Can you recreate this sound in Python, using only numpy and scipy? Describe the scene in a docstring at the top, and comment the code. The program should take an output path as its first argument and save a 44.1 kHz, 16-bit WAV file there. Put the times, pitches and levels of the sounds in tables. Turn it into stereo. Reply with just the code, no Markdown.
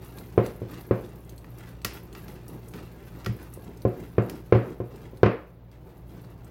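"""Whisking batter in a glass bowl

A wire whisk stirs thick batter in a tiled kitchen: the mass churns, its surface squelches and
crackles, air pockets pop. Hard strokes tip the bowl so that it knocks on the hollow counter;
now and then a wire clicks against the glass. An appliance hums behind."""
import sys
import numpy as np
from scipy import signal
from scipy.fft import rfft, irfft
from scipy.io import wavfile
from scipy.ndimage import map_coordinates

SR = 44100
rng = np.random.default_rng(int(sys.argv[2]) if len(sys.argv) > 2 else 0)


def generate_wav(signal):
    """Clip the signal to [-1, 1] and save it as 16-bit WAV at the path in sys.argv[1]."""
    frames = np.transpose(np.atleast_2d(signal))
    scaled = np.clip(frames, -1, 1) * 32767
    pcm = np.round(scaled).astype(np.int16)
    wavfile.write(sys.argv[1], SR, pcm)


N = 286650

# drag of the wires between strokes, easing as the batter smooths: t/s, level/dB
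DRAG_EFFORT = [(0, -4), (1.0, -2.5), (1.25, -7.5), (2.4, -5), (3.4, -5), (4.3, -4.5), (4.8, -11.5),
               (5.3, -7), (5.6, -17.5), (5.9, -14), (6.5, -8.5)]


def from_db(db):
    return 10 ** (np.asarray(db) / 20)


def unit_rms(x):
    return x / np.sqrt(np.mean(x ** 2) + 1e-20)


def at_hz(points, hz):
    """Table lookup on a log-frequency axis."""
    freq, value = np.transpose(points)
    return np.interp(np.log(np.maximum(hz, 1)), np.log(freq), value)


def drift(rate_hz):
    """Slow random wander, rms 1."""
    r = np.exp(-80 * np.pi * rate_hz / SR)
    slow = signal.lfilter([1], [1, -2 * r, r * r], rng.standard_normal(N // 40 + 2002))[2000:]
    return np.interp(np.arange(N) / 40, np.arange(len(slow)), unit_rms(slow))


def cut(x, hz, kind, order=2):
    """Butterworth low- or high-pass."""
    return signal.sosfilt(signal.butter(order, min(hz, .45 * SR), kind, fs=SR, output="sos"), x + 1e-18)


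def ring(force, hz, t60_s):
    """One mode: a unit click starts a decaying sine of height 1."""
    r, w = from_db(-60 / (t60_s * SR)), 2 * np.pi * hz / SR
    return signal.lfilter([0, np.sin(w)], [1, -2 * r * np.cos(w), r * r], force + 1e-18)


def modes(force, table):
    """A body's modes driven by a force."""
    return sum(from_db(db) * ring(force, hz, t60_s) for hz, db, t60_s in table)


def crack(spectrum, size=1024):
    """Crowded modes answer a blow with one minimum-phase snap; energy 1."""
    hz = np.arange(size // 2 + 1) * SR / size
    cepstrum = irfft(np.log(from_db(at_hz(spectrum, hz))))
    snap = irfft(np.exp(rfft(2 * cepstrum[:size // 2], size)))
    return snap / np.linalg.norm(snap)


def add(track, start_s, sound):
    i = max(round(start_s * SR), 0)
    track[..., i:i + sound.shape[-1]] += sound[..., :max(N - i, 0)]


def pan(x, left_db, right_lag_s=0):
    """Level of left against right, with an optional lag on the right."""
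    right = map_coordinates(x[1], [np.arange(N) - right_lag_s * SR], order=3) if right_lag_s else x[1]
    return np.array([x[0], right]) * from_db([[left_db / 2], [-left_db / 2]])


def diffuse(size):
    """Frequencies and spectrum of stereo white noise, alike in the bass, unrelated in the treble."""
    # room field: f/Hz, left-right correlation
    correlation = [(130, 0.95), (300, 0.98), (640, 0.44), (1400, 0), (3000, 0), (7000, 0), (15000, 0)]
    hz = np.arange(size // 2 + 1) * SR / size
    mid, side = rfft(rng.standard_normal((2, size)))
    alike = np.clip(at_hz(correlation, hz), -1, 1)
    return hz, np.sqrt((1 + alike) / 2) * mid + np.sqrt((1 - alike) / 2) * side * [[1], [-1]]


def noise(spectrum):
    """Coloured diffuse noise, rms 1."""
    hz, white = diffuse(N)
    return unit_rms(irfft(white * from_db(at_hz(spectrum, hz)), N))


def kitchen(x, wet_db, early_db, early_s=0.0065, low_hz=220, size=24000):
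    """Direct sound, early echoes off bowl and tiles, and a room tail dying band by band."""
    # room decay: f/Hz, t60/s
    room_t60 = [(150, 0.23), (500, 0.39), (1500, 0.41), (4000, 0.36), (8000, 0.22), (15000, 0.15)]
    t = np.arange(size) / SR
    hz, white = diffuse(size)
    edges_hz = np.geomspace(100, SR / 2, num=9)
    arrived, early = t > .0008, np.exp(-t / early_s)
    early = from_db(early_db) * early / np.linalg.norm(early)
    response = 0
    for low, high in zip(edges_hz, edges_hz[1:]):
        tail = from_db(-60 * t / at_hz(room_t60, np.sqrt(low * high)))
        envelope = np.hypot(from_db(wet_db) * tail / np.linalg.norm(tail), early)
        band = irfft(white * (hz >= low) * (hz < high), size)
        response = response + band * envelope * arrived
    out = signal.fftconvolve(x[None], cut(response, low_hz, "high"), axes=1)
    out[:, :len(x)] += x
    return out[:, :N]


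def background(air_db=-49):
    """An appliance's mains hum and the still air of the room."""
    # hum partials: f/Hz, level/dB
    partials = [(59.2, -50), (118.4, -50), (174, -56)]
    # room noise density: f/Hz, level/dB
    air_spectrum = [(20, -15.5), (50, 0), (80, -5.5), (125, -1), (200, -13.5), (350, -13), (700, -17.5),
                    (1500, -29.5), (4000, -41), (8500, -65), (15000, -38)]
    t = np.arange(N) / SR
    hum = 0
    for hz, db in partials:
        amplitude = np.sqrt(2) * from_db(db + drift(3.9))
        hum = hum + amplitude * np.sin(2 * np.pi * hz * t + 0.51 * drift(1.8))
    return pan(hum + from_db(air_db) * noise(air_spectrum), -1.5)


def stirring(attack_s=0.029, release_s=0.038, drag_depth_db=2):
    """Strokes over steady drag; envelopes of push on the mass, pull on the surface, tearing of films."""
    # whisk sweeps: t/s, length/s, effort/dB, depth in the mass/dB, stickiness/dB
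    strokes = [(0.0, .07, -0.5, -14, 3), (0.146, .06, 2, 2, 5.5), (0.412, 0.063, 5.5, 3.5, 0.5),
               (0.667, .12, 5, -2.5, 0), (1.005, 0.053, 2.5, 0.5, -4.5), (1.129, 0.019, -6.5, 9.5, -3),
               (1.565, .12, 1, -6, -3.5), (1.891, 0.086, 5.5, -3.5, 4), (2.126, 0.23, 0, -2.5, -1.5),
               (2.466, 0.073, -2, 8, 3), (2.72, 0.1, 5.5, -1.5, -6), (2.976, 0.33, -4, -0.5, 1),
               (3.377, 0.048, 4, -5, -2), (3.651, 0.045, 0, 5, -2.5), (3.924, .11, -3.5, 8, 1),
               (4.237, .12, 0.5, 6.5, -3), (4.592, 0.13, -5.5, 12.5, 0), (4.899, 0.16, -4, 5, -13),
               (5.705, .02, -3.5, -3, 0), (5.833, 0.085, -7.5, 8.5, -2), (6.086, 0.17, -6, 2, -1.5)]
    t = np.arange(N) / SR
    drag = from_db(np.interp(t, *np.transpose(DRAG_EFFORT)))
    power = (drag * from_db([[drag_depth_db], [0], [0]])) ** 2
    for start_s, length_s, effort_db, depth_db, sticky_db in strokes:
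        swell = np.clip((t - start_s) / attack_s, 0, 1)
        release = np.exp(-np.clip((t - start_s - length_s) / release_s, 0, 20))
        power += (swell * release * from_db(effort_db) * from_db([[depth_db], [0], [sticky_db]])) ** 2
    return np.sqrt(power)


def film_snaps(spectrum, per_s, spread_db, clump_db, cycles, pitches=36):
    """Tiny batter films snap in clumps, each ringing a few cycles; rms 1."""
    born = rng.random(N) < per_s * from_db(clump_db * drift(25)) / SR
    clicks = born * from_db(spread_db * np.minimum(rng.exponential(1, N), 4)) * rng.choice([-1, 1], N)
    pitch_index = rng.integers(0, pitches, N)
    out = 0
    for k, hz in enumerate(np.geomspace(spectrum[0][0], min(spectrum[-1][0], .45 * SR), pitches)):
        snaps = np.diff(ring(clicks * (pitch_index == k), hz, cycles / hz), prepend=0)
        out = out + unit_rms(snaps) * np.sqrt(hz) * from_db(at_hz(spectrum, hz))
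    return unit_rms(out)


def circling(x, wet_db, early_db, early_s, turns_per_s=2.9, spots=5):
    """The whisk circles the bowl from spot to spot, each with its own echoes."""
    turns = turns_per_s * np.arange(N) / SR
    distances = [np.abs((turns + k / spots) % 1 - .5) for k in range(spots)]
    return sum(kitchen(x * np.clip(1.5 - 2 * spots * d, 0, 1), wet_db, early_db, early_s) for d in distances)


def batter(churn_db=-47.5, squelch_db=-60, crackle_db=-66, crackle_exponent=0.86):
    """The wires churn the mass dully; its surface squelches and crackles as it parts."""
    # spectral densities of mass, surface and tearing films: f/Hz, level/dB
    churn_spectrum = [(30, -30), (80, -8), (165, 1.5), (250, -4.5), (370, -0.5), (600, -15.5), (900, -14.5),
                      (1500, -31.5), (3000, -47.5)]
    squelch_spectrum = [(600, 2), (1200, 7.5), (2100, 1), (3500, -5), (6000, -16.5), (9000, -110)]
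    crackle_spectrum = [(4000, -5.5), (6500, 0), (8300, -51), (11500, 13), (15500, 3.5)]
    push, pull, tearing = stirring()
    churn = push * from_db(churn_db + 1.66 * drift(19)) * noise(churn_spectrum)
    squelch = film_snaps(squelch_spectrum, per_s=2000, spread_db=3.0, clump_db=3.5, cycles=5.7)
    squelch *= pull * from_db(squelch_db)
    crackle = film_snaps(crackle_spectrum, per_s=1000, spread_db=4.0, clump_db=4.5, cycles=13)
    crackle *= tearing ** crackle_exponent * from_db(crackle_db)
    squelch = circling(squelch, wet_db=-2.0, early_db=3.5, early_s=0.0047)
    crackle = circling(crackle, wet_db=4.5, early_db=3.5, early_s=0.0054)
    return pan(churn + squelch, -4.0) + pan(crackle, .8)


def small_pockets(per_s=4, base_db=-42.5, spread_db=2, low_hz=4000, high_hz=14000):
    """Random small bursts, weaker as the drag eases; rows of t/s, level/dB, f/Hz."""
    when, strength, pitch = rng.random((round(per_s * N / SR), 3)).T
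    start_s = when * N / SR
    level_db = base_db + spread_db * (2 * strength - 1) + np.interp(start_s, *np.transpose(DRAG_EFFORT))
    return list(zip(start_s, level_db, low_hz * (high_hz / low_hz) ** pitch))


def pops(tear_s=0.0011, cavity_db=-10, cycles=3, gain_db=6):
    """A film tears in a spit of noise and the air pocket behind it rings, each at its own spot."""
    # largest bursts: t/s, level/dB, f/Hz
    large_pockets = [(0.0428, -46, 11200), (0.185, -36, 3900), (0.4625, -31, 4300), (0.7419, -40.5, 4000),
                     (1.294, -40, 7050), (1.3795, -41, 6550), (1.5844, -38.5, 10600), (1.8174, -40, 4290),
                     (2.1284, -39, 3950), (2.481, -35, 12400), (2.684, -40.5, 11800),
                     (3.5372, -29.5, 14600), (3.8194, -37.5, 3900), (4.0016, -42.5, 11400),
                     (4.959, -44, 6200), (5.1726, -45.5, 4300), (5.715, -49.5, 4630),
                     (6.4457, -43.5, 10700)]
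    t, out = np.arange(1024) / SR, np.zeros((2, N))
    for start_s, level_db, hz in large_pockets + small_pockets():
        spit = cut(rng.standard_normal(len(t)) * np.exp(-t / tear_s), 0.75 * hz, "high")
        pop = unit_rms(spit) + from_db(cavity_db) * unit_rms(ring(spit, hz, cycles / hz))
        pop = from_db(level_db + gain_db) * pop / np.abs(pop).max()
        add(out, start_s, kitchen(pop, wet_db=-5, early_db=-0.5, early_s=0.007))
    return out


def knocks(clatter_db=10.0):
    """The bowl drops back on its foot: harder contact, shorter push, brighter knock. The row at 1.849 s is
    instead the dull thump of bowl and counter under the wire's hard click at 1.8475 s."""
    # foot on counter, plus one thump under a wire's click: t/s, level/dB, contact hardness/Hz, counter boom/dB,
    # bowl ring/dB
    landings = [(0.378, -2.5, 910, 0, 2.5), (0.618, -15.5, 450, 0.5, -1), (0.9099, -5.5, 800, 0, 0),
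                (1.849, -26, 1100, 7, -0.5), (3.268, -19, 403, 7.5, 3), (3.293, -21.5, 250, 12.5, 8),
                (3.574, -28, 450, 2, 4), (3.8515, -4, 490, 0.5, 5.5), (4.182, -4.5, 874, 2.5, 0),
                (4.5242, -1.5, 1260, 1.5, 3), (4.551, -9.5, 1300, 9, -2.5), (4.802, -13.5, 510, -1.5, 2),
                (5.132, -30, 450, -18, 6.5), (5.2321, 2.5, 1460, 1, 0.5), (5.261, -3.5, 1730, 5, 0.5)]
    # modes of bowl and hollow counter: f/Hz, level/dB, t60/s
    bowl_modes = [(371.5, -12.5, 0.17), (473, -25, 0.12), (531.5, -24.5, 0.17), (610, -39, 0.14),
                  (716.7, -23, 0.18), (952, -34, 0.11), (1050, -17.5, 0.096), (1540, -29.5, .14)]
    counter_modes = [(62.5, -37, 0.086), (117.3, -10.5, 0.19), (169.4, -18.5, 0.15), (197, -15.5, 0.15),
                     (250, -28.5, 0.23), (306.8, -23.5, 0.23)]
    # crowded upper modes of both: f/Hz, level/dB
    clatter_spectrum = [(200, -8), (500, 5), (800, -7), (1100, -3), (1550, -3), (2500, -4.5), (3500, -12),
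                        (5000, -15), (8000, -26), (15000, -23.5)]
    t = np.arange(1024) / SR
    on_foot, on_bowl, on_counter = np.zeros((3, N))
    clatter = np.zeros((2, N))
    for start_s, level_db, hard_hz, boom_db, ring_db in landings:
        push = t * np.exp(-2 * np.pi * hard_hz * t)
        push = -from_db(level_db) * push / push.sum()
        add(on_foot, start_s, push)
        add(on_bowl, start_s, push * from_db(ring_db))
        add(on_counter, start_s, push * from_db(boom_db))
        snap = np.convolve(push, crack(clatter_spectrum))
        # new spot, new echoes
        add(clatter, start_s, kitchen(snap, wet_db=6.5, early_db=4.5, early_s=0.0054))
    bounce = ring(on_foot, hz=420, t60_s=0.024)
    # small bodies radiate little bass
    bowl = cut(bounce + modes(on_bowl, bowl_modes), 224, "high")
    counter = cut(modes(on_counter, counter_modes), 65, "high")
    thud = kitchen(bowl + counter, wet_db=-9, early_db=-15.5)
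    return pan(thud + from_db(clatter_db) * clatter, -3.5, right_lag_s=0.00019)


def clinks(cage_db=-5.0):
    """A wire hits the bowl: the cage cracks brightly; batter damps the glass almost at once."""
    # wire on glass: t/s, level/dB, brightness/Hz, glass ring/dB
    hits = [(1.444, -25.5, 502, 0.5), (1.8475, 0.5, 11000, 0), (2.15, -20, 2000, 3.5),
            (2.2814, -23.5, 4940, -2), (2.7372, -24.5, 5000, 5), (3.246, -20, 5000, -2),
            (3.2613, -7.5, 1670, 6.5), (4.297, -14, 14000, -9)]
    # clearest glass modes: f/Hz, level/dB, t60/s
    glass_modes = [(1157, -28.5, 0.037), (1360, -31.5, 0.058), (1903, -35, 0.13), (2560, -18, 0.0052)]
    # crowded modes of the wire cage: f/Hz, level/dB
    cage_spectrum = [(300, -10), (800, -10.5), (1200, -4.5), (2700, -2), (3700, -8), (5000, -2.5),
                     (7400, -8.5), (8400, -10.5), (14500, -2.5)]
    taps, cage = np.zeros(N), np.zeros((2, N))
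    for start_s, level_db, bright_hz, ring_db in hits:
        add(taps, start_s, from_db([level_db + ring_db]))
        snap = cut(crack(cage_spectrum), bright_hz, "low", order=1)
        snap = from_db(level_db + cage_db) * snap / np.linalg.norm(snap)
        add(cage, start_s, kitchen(snap, wet_db=1.5, early_db=7.5, early_s=0.0032))
    glass = sum((-1) ** k * from_db(db) * ring(taps, hz, t60_s)
                for k, (hz, db, t60_s) in enumerate(glass_modes))
    return cage + glass


def scene():
    """Bowl, whisk and batter a little to the right; deep bass cut."""
    wires = pan(clinks(), -3.5, right_lag_s=.00006)
    bursts = pan(pops(), .4, right_lag_s=.00004)
    return cut(knocks() + wires + bursts + batter() + background(), 39, "high")


def record(dry, limit_db=0.5, release_db_per_s=6, attack_s=0.00037, cutoff_hz=16100):
    """A limiter ducks at the loudest knocks and recovers slowly; soft clip, then low-pass."""
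    over_db = np.maximum(20 * np.log10(np.abs(dry).max(axis=0) + 1e-9) - limit_db, 0)
    recovery_db = release_db_per_s * np.arange(N) / SR
    duck_db = np.maximum.accumulate(over_db + recovery_db) - recovery_db
    r = np.exp(-1 / (attack_s * SR))
    limited = dry * from_db(-signal.lfilter([1 - r], [1, -r], duck_db))
    rounded = limited / (1 + limited ** 6) ** (1 / 6)
    return signal.sosfilt(signal.ellip(10, .1, 80, cutoff_hz, fs=SR, output="sos"), rounded)


dry = scene()
out = record(dry)
generate_wav(out)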